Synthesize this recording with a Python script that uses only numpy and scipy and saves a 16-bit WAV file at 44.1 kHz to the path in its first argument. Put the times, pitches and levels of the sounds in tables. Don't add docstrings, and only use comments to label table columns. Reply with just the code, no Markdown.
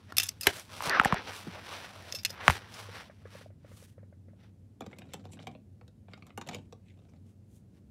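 import sys
import numpy as np
from scipy import signal
from scipy.fft import rfft, irfft, next_fast_len
from scipy.io import wavfile
from scipy.ndimage import uniform_filter1d

SR = 44100
rng = np.random.default_rng(int(sys.argv[2]) if len(sys.argv) > 2 else 0)


def wav_record(signal):
    frames = np.transpose(np.atleast_2d(signal))
    bounded = np.clip(frames, -1, 1)
    quanta = np.round(bounded * 32767).astype(np.int16)
    wavfile.write(sys.argv[1], SR, quanta)


N = 348390
TIME = np.arange(N) / SR
BLOW = np.arange(SR // 5) / SR
HEAD = SR // 100

# (frequency [Hz], level [dB], t60 relative to the blow's [ratio])
BRICK_MODES = [(478, -6.5, 1.53), (735, -6.5, 1.1), (1150, -10, 0.65), (2430, 0.5, 0.85),
               (3050, -5.5, 0.85), (3760, -3.5, 1.35), (5610, -7.5, 1.07), (7400, -3, 1.66)]


def undb(db):
    return 10 ** (db / 20)


def unit(x):
    return x / np.sqrt(np.mean(x ** 2))


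def blow(x, db):
    return x * undb(db) / np.sqrt(np.mean(x[:HEAD] ** 2))


def fade(t60):
    return np.exp(-np.log(1000) * BLOW / t60)


def band(x, edges, kind, order=2):
    return signal.sosfilt(signal.butter(order, edges, kind, fs=SR, output="sos"), x)


def resonate(x, hz, q):
    return signal.lfilter(*signal.iirpeak(hz, q, fs=SR), x)


def colour(x, points):
    hz, db = np.transpose(points)
    size = next_fast_len(N)
    f = np.maximum(np.fft.rfftfreq(size, 1 / SR), 1)
    gain = undb(np.interp(np.log(f), np.log(hz), db))
    return unit(irfft(rfft(x, size) * gain, size)[:N])


def walk(rate):
    k = int(SR / rate)
    steps = np.repeat(rng.standard_normal(N // k + 1), k)
    return unit(uniform_filter1d(steps, k)[:N])


def grains(rate, spread_db):
    size = undb(spread_db * np.minimum(rng.exponential(size=N), 3))
    slipping = rng.random(N) < rate / SR
    return unit(slipping * size * rng.choice([-1, 1], N))


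def add(out, s, x):
    i = int(s * SR)
    out[i:i + len(x)] += x[:N - i]


def spells(table, attack_s, sag_db_per_s, release_s):
    gain = np.zeros(N)
    for s, length, db in table:
        age = np.maximum(TIME - s, 0)
        attack = np.minimum(age / attack_s, 1)
        level = undb(db - sag_db_per_s * np.minimum(age, length))
        release = np.exp(-np.maximum(age - length, 0) / release_s)
        gain += attack * level * release
    return gain


def swell(middle_s, length_s):
    end_db, roundness, lean = 3.5, 2.06, 0.054
    along = np.clip(2 * (TIME - middle_s) / length_s, -10, 10)
    leaning = along * (1 + lean * np.sign(along))
    return undb(-end_db * np.abs(leaning) ** roundness)


def disperse(x, turns):
    f = np.fft.rfftfreq(len(x), 1 / SR) + 80
    return irfft(rfft(x) * np.exp(-2j * np.pi * turns * np.log(f / f[-1])), len(x))


def weigh(x, db, body_db, edge_db):
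    low, high = 1500, 7000
    top = np.clip(high * 2 ** ((edge_db + 11.5) / 32), 2 * low, high)
    ring = blow(band(x, [low, top], "bandpass", order=4), db)
    body = blow(band(x, low, "lowpass", order=6), db + body_db)
    edge = blow(band(x, [high, 2 * high], "bandpass", order=3), db + edge_db)
    return ring + body + edge


def chatter(x, count, spread_s, size):
    out = x.copy()
    for late, weight in rng.random((count, 2)):
        echo = np.pad(x, (int(late * spread_s * SR), 0))[:len(x)]
        out += echo * size * (1 - late / 2) * (2 * weight - 1)
    return out


def strike(modes, t60, ring_hz, crack, scatter_db, detune, contact_s):
    hz, mode_db, hold = np.transpose(modes)
    shift, weight, side = rng.standard_normal((3, len(hz)))
    gains = np.sign(side) * undb(mode_db + scatter_db * weight)
    x = crack * rng.standard_normal(len(BLOW)) * fade(t60)
    for f, g, h in zip(hz * (1 + detune * shift), gains, hold):
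        x += g * np.sin(2 * np.pi * f * BLOW) * fade(t60 * h)
    return (x + 1.5 * resonate(x, ring_hz, 3.4)) * (1 - fade(contact_s))


def sliding(modes, gain, rate, spread_db, q, wander_s, scrape_db):
    slips = grains(rate, spread_db)
    ring = sum(undb(db + 4.5 * walk(25)) * resonate(slips, hz, q * hold) for hz, db, hold in modes)
    bent = np.interp(TIME + wander_s * walk(24), TIME, ring)
    scrape = band(slips, [2000, 12000], "bandpass")
    return (unit(bent) + undb(scrape_db) * unit(scrape)) * gain


def room(x, t60, wet_db, dull_hz):
    tail = rng.standard_normal(len(BLOW)) * fade(t60) * (BLOW > .005)
    tail = band(tail, dull_hz, "lowpass", order=1)
    return x + undb(wet_db) * signal.fftconvolve(x, tail / np.linalg.norm(tail))[:len(x)]


def hum():
    # (frequency [Hz], density [dB per Hz])
    spectrum = [(30, -38.5), (60, -12.5), (80, -10), (96, 0), (125, -11), (205, -10), (330, -22),
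                (520, -29.5), (1100, -46), (3500, -52), (10000, -55), (16000, -63.5)]
    rumble = colour(rng.standard_normal(N), spectrum) * undb(-55.5 + 0.16 * walk(1.7))
    drone = unit(band(rng.standard_normal(N), [89, 101], "bandpass"))
    return rumble + undb(-59.5) * drone


def brick_tick(db, body_db, edge_db, body_hz):
    size_hz = 3000 * 2 ** rng.uniform(-0.52, 0.46)
    tick = strike(BRICK_MODES, 0.013, size_hz, crack=2.55, scatter_db=2.5, detune=0.051, contact_s=0.0071)
    tick = band(tick + 2 * resonate(tick, body_hz, 3.2), 140, "highpass")
    tick = weigh(chatter(tick, count=5, spread_s=0.009, size=.65), db, body_db, edge_db)
    thud = band(rng.standard_normal(len(BLOW)) * fade(0.084), [130, 260], "bandpass")
    thud = blow(thud, db + body_db - 5.5)
    return room(disperse(tick + thud, turns=1.399), t60=0.18, wet_db=-15.5, dull_hz=2930)


def bricks():
    # (time [s], level [dB], body re level [dB], edge re level [dB], body pitch [Hz])
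    ticks = [(4.806, -52, 10.5, -11, 478), (4.8182, -57, 9, -22, 430), (4.8627, -57, 9, -13, 445),
             (4.929, -53.5, 1, -35, 560), (4.985, -54.5, -2, -6.5, 596), (5.018, -56, 0, -33, 640),
             (5.1344, -45.5, -2.5, -6, 500), (5.14, -51.5, 6, -15, 680), (5.252, -60.5, 12, -14, 252),
             (5.3318, -58.5, -1.5, -8, 494), (5.389, -55, -3, -39, 600), (5.4693, -45.5, 4, -18.5, 740),
             (5.5491, -62, 10, -36, 551), (5.8112, -67.5, 10, -27, 511), (5.8781, -65.5, 0.5, -11, 520),
             (6.082, -70, 14.5, -36, 1200), (6.1336, -50.5, -2.5, -27, 1200), (6.1756, -67.5, 7, -17, 750),
             (6.2225, -56, -4.5, -30, 1250), (6.266, -63.5, 1, -5, 1144), (6.3034, -61, -0.5, -39, 1200),
             (6.3749, -48, 9, -5.5, 910), (6.4123, -48, 1, -16, 890), (6.4715, -54, 4, -7, 600),
             (6.4871, -42.5, 0.5, -15.5, 690), (6.5454, -43.5, -1, -14, 520), (6.724, -58.5, 10, -16, 516)]
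    # (start [s], length [s], reference level [dB])
    shifts = [(4.797, 0.74, -70.5), (6.086, 0.22, -74), (6.46, 0.13, -58), (6.959, 0.21, -77.5)]
    # (middle [s], length [s], level [dB], strongest ring [Hz])
    drags = [(5.125, 0.031, -62, 2000), (5.334, 0.022, -60.5, 7600), (5.433, 0.026, -64, 4600),
             (6.115, 0.034, -69, 1690), (6.542, 0.021, -49, 2400), (6.905, 0.056, -70.5, 2150)]
    out = np.zeros(N)
    for s, db, body_db, edge_db, body_hz in ticks:
        add(out, s, brick_tick(db, body_db, edge_db, body_hz))

    gap_s = 0.016
    for start, length, db in shifts:
        slots = np.arange(start, start + length, gap_s)
        for s, (late, force) in zip(slots, rng.standard_normal((len(slots), 2))):
            touch = brick_tick(db - 3 + 3 * force, body_db=9.5, edge_db=-18, body_hz=585)
            add(out, s + gap_s * late / 2, touch)

    stir = spells(shifts, attack_s=0.008, sag_db_per_s=0, release_s=0.04) * undb(3.5 * walk(50))
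    uneven = undb(3.5 * walk(120))
    grit = sliding(BRICK_MODES, uneven, rate=1300, spread_db=3.0, q=5.8, wander_s=0.0012, scrape_db=-17)
    shifting = undb(-7.5) * stir * band(grit, 6000, "lowpass", order=1)
    scuffs = sum(undb(db) * swell(s, length) * unit(resonate(grit, hz, 1.8)) for s, length, db, hz in drags)
    rumble = unit(band(rng.standard_normal(N), [130, 260], "bandpass"))
    pile = np.minimum(stir, undb(-66.5)) * undb(12.5) * rumble
    return out + scuffs + shifting + pile


def taps():
    # (time [s], pad level [dB], nail re pad [dB])
    touches = [(2.141, -47, -17), (2.303, -48.5, -19), (2.8878, -47.5, -14), (3.097, -51.5, -7.5),
               (3.254, -47.5, -9), (3.352, -48, -11), (3.4116, -53.5, -9), (3.46, -50.5, -36.5),
               (3.503, -58.5, -16), (3.646, -53, -14), (3.7152, -56, -11.5), (3.824, -56.5, -13),
               (3.9796, -53.5, -17), (4.0301, -56.5, -17), (4.1254, -58.5, -14), (4.283, -59.5, -13.5),
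               (4.3328, -61, -19.5)]
    out = np.zeros(N)
    for s, db, nail_db in touches:
        hz = 535 * (1 + 0.11 * rng.standard_normal())
        pad = np.sin(2 * np.pi * hz * BLOW) * fade(0.018) * (1 - fade(0.023))
        nail = band(rng.standard_normal(len(BLOW)) * fade(0.13), [1100, 2100], "bandpass", order=3)
        add(out, s, blow(pad, db) + blow(nail, db + nail_db))
    return out


def rubbing():
    # (middle [s], length [s], level [dB], hiss re level [dB])
    strokes = [(0.104, 0.025, -56, -16), (0.494, 0.044, -40.5, -7.5), (0.551, 0.12, -52, -1),
               (0.781, 0.09, -48.5, -8), (0.862, 0.046, -38.5, -8), (0.967, 0.094, -28, -43),
               (1.067, 0.04, -33, -24.5), (1.146, 0.088, -36, -37.5), (1.28, 0.072, -43, -19),
               (1.377, 0.085, -50, -5.5), (1.567, 0.09, -47.5, -31), (1.76, 0.13, -45, -15),
               (2.444, 0.12, -42.5, -35), (2.512, 0.078, -42.5, -7.5), (2.564, 0.019, -39.5, -18),
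               (2.645, 0.091, -52.5, -22), (2.79, 0.084, -49, -8), (2.97, 0.11, -47, -14),
               (3.374, 0.095, -59, -8), (3.69, 0.079, -68.5, -18), (3.808, 0.12, -70, 6.5),
               (4.436, 0.067, -68.5, -18), (7.295, 0.046, -84.5, 5.5), (7.553, 0.06, -87, 15),
               (7.766, .05, -80.5, -5)]
    # (start [s], length [s], level [dB])
    grips = [(0, 0.48, -67.5), (1.4, 0.72, -56), (2.08, 0.73, -63), (3.1, 0.23, -71)]
    # (frequency [Hz], density [dB per Hz])
    skin_spectrum = [(100, -23), (290, -5.5), (550, -0.5), (1400, -1), (2000, -4.5), (2700, -11),
                     (4000, -23.5), (7000, -54.5)]
    rasp_spectrum = [(1200, -23.5), (2500, -3.5), (3500, -1.5), (6050, -5.5), (6400, -27), (9000, -50)]
    hiss_spectrum = [(4500, -27.5), (6400, 2), (10000, 2.5), (13000, -4), (16000, -7.5)]
    slips = grains(rate=2600, spread_db=4) + .5 * rng.standard_normal(N)
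    slips *= undb(1.8 * walk(70))

    moves = [(undb(db) * swell(s, length), hiss_db) for s, length, db, hiss_db in strokes]
    creep = spells(grips, attack_s=0.0035, sag_db_per_s=-1.0, release_s=0.0104)
    moves.append((creep, -11.5))
    drag = np.sqrt(sum(gain ** 2 for gain, _ in moves))
    rasp = np.sqrt(sum((gain * undb(0.5 + 0.42 * hiss_db)) ** 2 for gain, hiss_db in moves))
    hiss = np.sqrt(sum((gain * undb(hiss_db)) ** 2 for gain, hiss_db in moves))

    skin = colour(slips, skin_spectrum)
    skin = unit(skin + sum(walk(25) * resonate(skin, hz, 4.5) for hz in (620, 1150, 1850)) / 2)
    pressure = np.clip((20 * np.log10(drag + 1e-9) + 36.3) / 15, 0, 1)
    case = unit(resonate(resonate(skin, 1700, 1.5), 1700, 1.5))
    skin = (1 - 0.56 * pressure) * skin + pressure * case
    return skin * drag + colour(slips, rasp_spectrum) * rasp + colour(slips, hiss_spectrum) * hiss


def thumps():
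    # (time [s], level [dB], pitch [Hz], t60 [s])
    jolts = [(0.867, -38, 152, 0.035), (0.997, -30, 233, 0.012), (1.053, -27, 208, 0.012),
             (1.124, -23.5, 180, 0.019), (1.467, -40, 291, 0.024), (1.474, -37.5, 180, 0.065),
             (2.477, -27.5, 173, 0.041), (2.479, -24.5, 81, 0.13)]
    out = np.zeros(N)
    for s, db, hz, t60 in jolts:
        rustle = unit(band(rng.standard_normal(len(BLOW)), [hz / 2, 2 * hz], "bandpass"))
        sway = (np.sin(2 * np.pi * hz * BLOW) + 0.35 * rustle) * fade(t60) * (1 - fade(0.017))
        add(out, s, disperse(blow(sway, db), turns=1.2))
    return out


def knocks():
    # (time [s], case level [dB], edge re case [dB], case pitch [Hz], sharpness of the ring [Q])
    hits = [(0.8054, -35, -34, 1040, 3.5), (0.823, -39, -7.5, 1080, 2.8), (0.866, -40.5, -6, 800, 1.8),
            (0.9976, -15, -31.5, 1390, 5.3), (1.0135, -28.5, -25, 815, 5), (1.035, -36, -17, 950, 3),
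            (1.048, -26, -11, 1800, 8.6), (1.0562, -22, -23, 776, 7.9), (1.1244, -22.5, -30, 1060, 3.6),
            (1.143, -33.5, -14, 715, 3.6), (2.48, -12.5, -21, 1150, 1.4), (2.499, -23, -18, 944.5, 1.8),
            (2.5058, -32.5, -7.5, 2100, 3.6), (2.568, -45, -10, 790, 0.8)]
    out = np.zeros(N)
    for s, db, edge_db, hz, q in hits:
        noise = rng.standard_normal(len(BLOW))
        push = signal.unit_impulse(len(BLOW)) + .028 * noise * fade(.028)
        case = band(resonate(push, hz, q), [490, 3300], "bandpass", order=3)
        case = disperse(case, turns=0.8)
        edge = band(noise * fade(0.013), [2800, 11000], "bandpass")
        add(out, s, blow(case, db) + blow(edge, db + edge_db))
    return out


def toy():
    # (time [s], level [dB], body below 1.5 kHz re level [dB],
    # edge above 7 kHz re level [dB], t60 [s], strongest ring [Hz])
    clicks = [(0.122, -53.5, 11.5, -8.5, 0.01, 1400), (0.168, -33, -28, -1, 0.034, 3160),
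              (0.182, -22, -20, -1, 0.014, 2600), (0.1987, -27, -19, -7.5, 0.022, 2850),
              (0.2317, -35.5, -22, 2, 0.038, 3430), (0.2657, -49.5, -16, 2, 0.023, 3400),
              (0.2869, -41.5, -34, -1.5, 0.023, 5200), (0.2895, -33.5, -42, -4, 0.012, 5600),
              (0.4098, -41, -33.5, 3, 0.029, 2740), (0.432, -37.5, -29.5, -6, 0.052, 5100),
              (0.596, -57, 1, 7, 0.01, 6060), (0.8955, -32, -16.5, -9.5, 0.0067, 4200),
              (2.1234, -36, -25, -14.5, 0.016, 5130), (2.1484, -36.5, -19, -10, 0.062, 5200),
              (2.186, -44.5, -30, -20, 0.057, 5130), (2.233, -53.5, -18, -2, 0.013, 5600),
              (2.2489, -26, -27, -8.5, 0.027, 2650), (2.259, -35, -22, -12.5, 0.013, 5400),
              (2.295, -47, -22, -15, 0.035, 5000), (2.303, -43, -19, -7.5, 0.02, 5100),
              (2.7395, -50, -24, -10, 0.048, 5000)]
    clacks = [(0.4691, -17.5, -4, -7.5, 0.025, 2036)]
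    # (start [s], length [s], level at the start [dB])
    slides = [(.168, 0.1, -39.5), (.415, 0.044, -46), (2.11, 0.08, -52), (2.25, 0.082, -56.5)]
    # (frequency [Hz], level [dB], t60 relative to the blow's [ratio])
    joint_modes = [(1855, -13, 0.44), (2640, -4.5, 0.99), (3020, -10, 0.4), (3510, -6, 0.93),
                   (4276, -6, 0.7), (5030, -5.5, 1.5), (5310, -4, 1.2), (5960, -9, 0.73), (9300, -13, 0.55),
                   (10470, -14.5, 1.18), (12750, -9.5, 1.1)]
    shell_modes = [(408, -10, 2.008), (878, -0.5, 0.65), (1051, -9.5, 1.3), (1590, -6.5, 1),
                   (2095, -3.5, 1.7), (2930, 0.5, 0.42), (3970, 1, 0.75), (11530, 7, .5)]
    out = np.zeros(N)
    for s, db, body_db, edge_db, t60, hz in clicks:
        click = strike(joint_modes, t60, hz, crack=1.4, scatter_db=3.5, detune=0.022, contact_s=0.003)
        click = chatter(click, count=3, spread_s=0.2 * t60, size=.7)
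        add(out, s, weigh(click, db, body_db, edge_db))
    for s, db, body_db, edge_db, t60, hz in clacks:
        clack = strike(shell_modes, t60, hz, crack=2.0, scatter_db=6.0, detune=0.013, contact_s=0.001)
        add(out, s, disperse(weigh(clack, db, body_db, edge_db), turns=1.1))
    push = spells(slides, attack_s=0.011, sag_db_per_s=72.5, release_s=0.024)
    return out + sliding(joint_modes, push, rate=2100, spread_db=3.5, q=8.6, wander_s=0.00055, scrape_db=-6.5)


def scene():
    contact = taps() + rubbing() + thumps() + knocks()
    near = room(toy(), t60=0.11, wet_db=-20.0, dull_hz=1500)
    return (hum() + bricks() + contact + near)[None]


def record(dry):
    x = np.tanh(band(dry, 45, "highpass", order=3) / 2) * 2
    return signal.sosfilt(signal.ellip(8, .2, 70, 15600, fs=SR, output="sos"), x)


dry = scene()
out = record(dry)
wav_record(out)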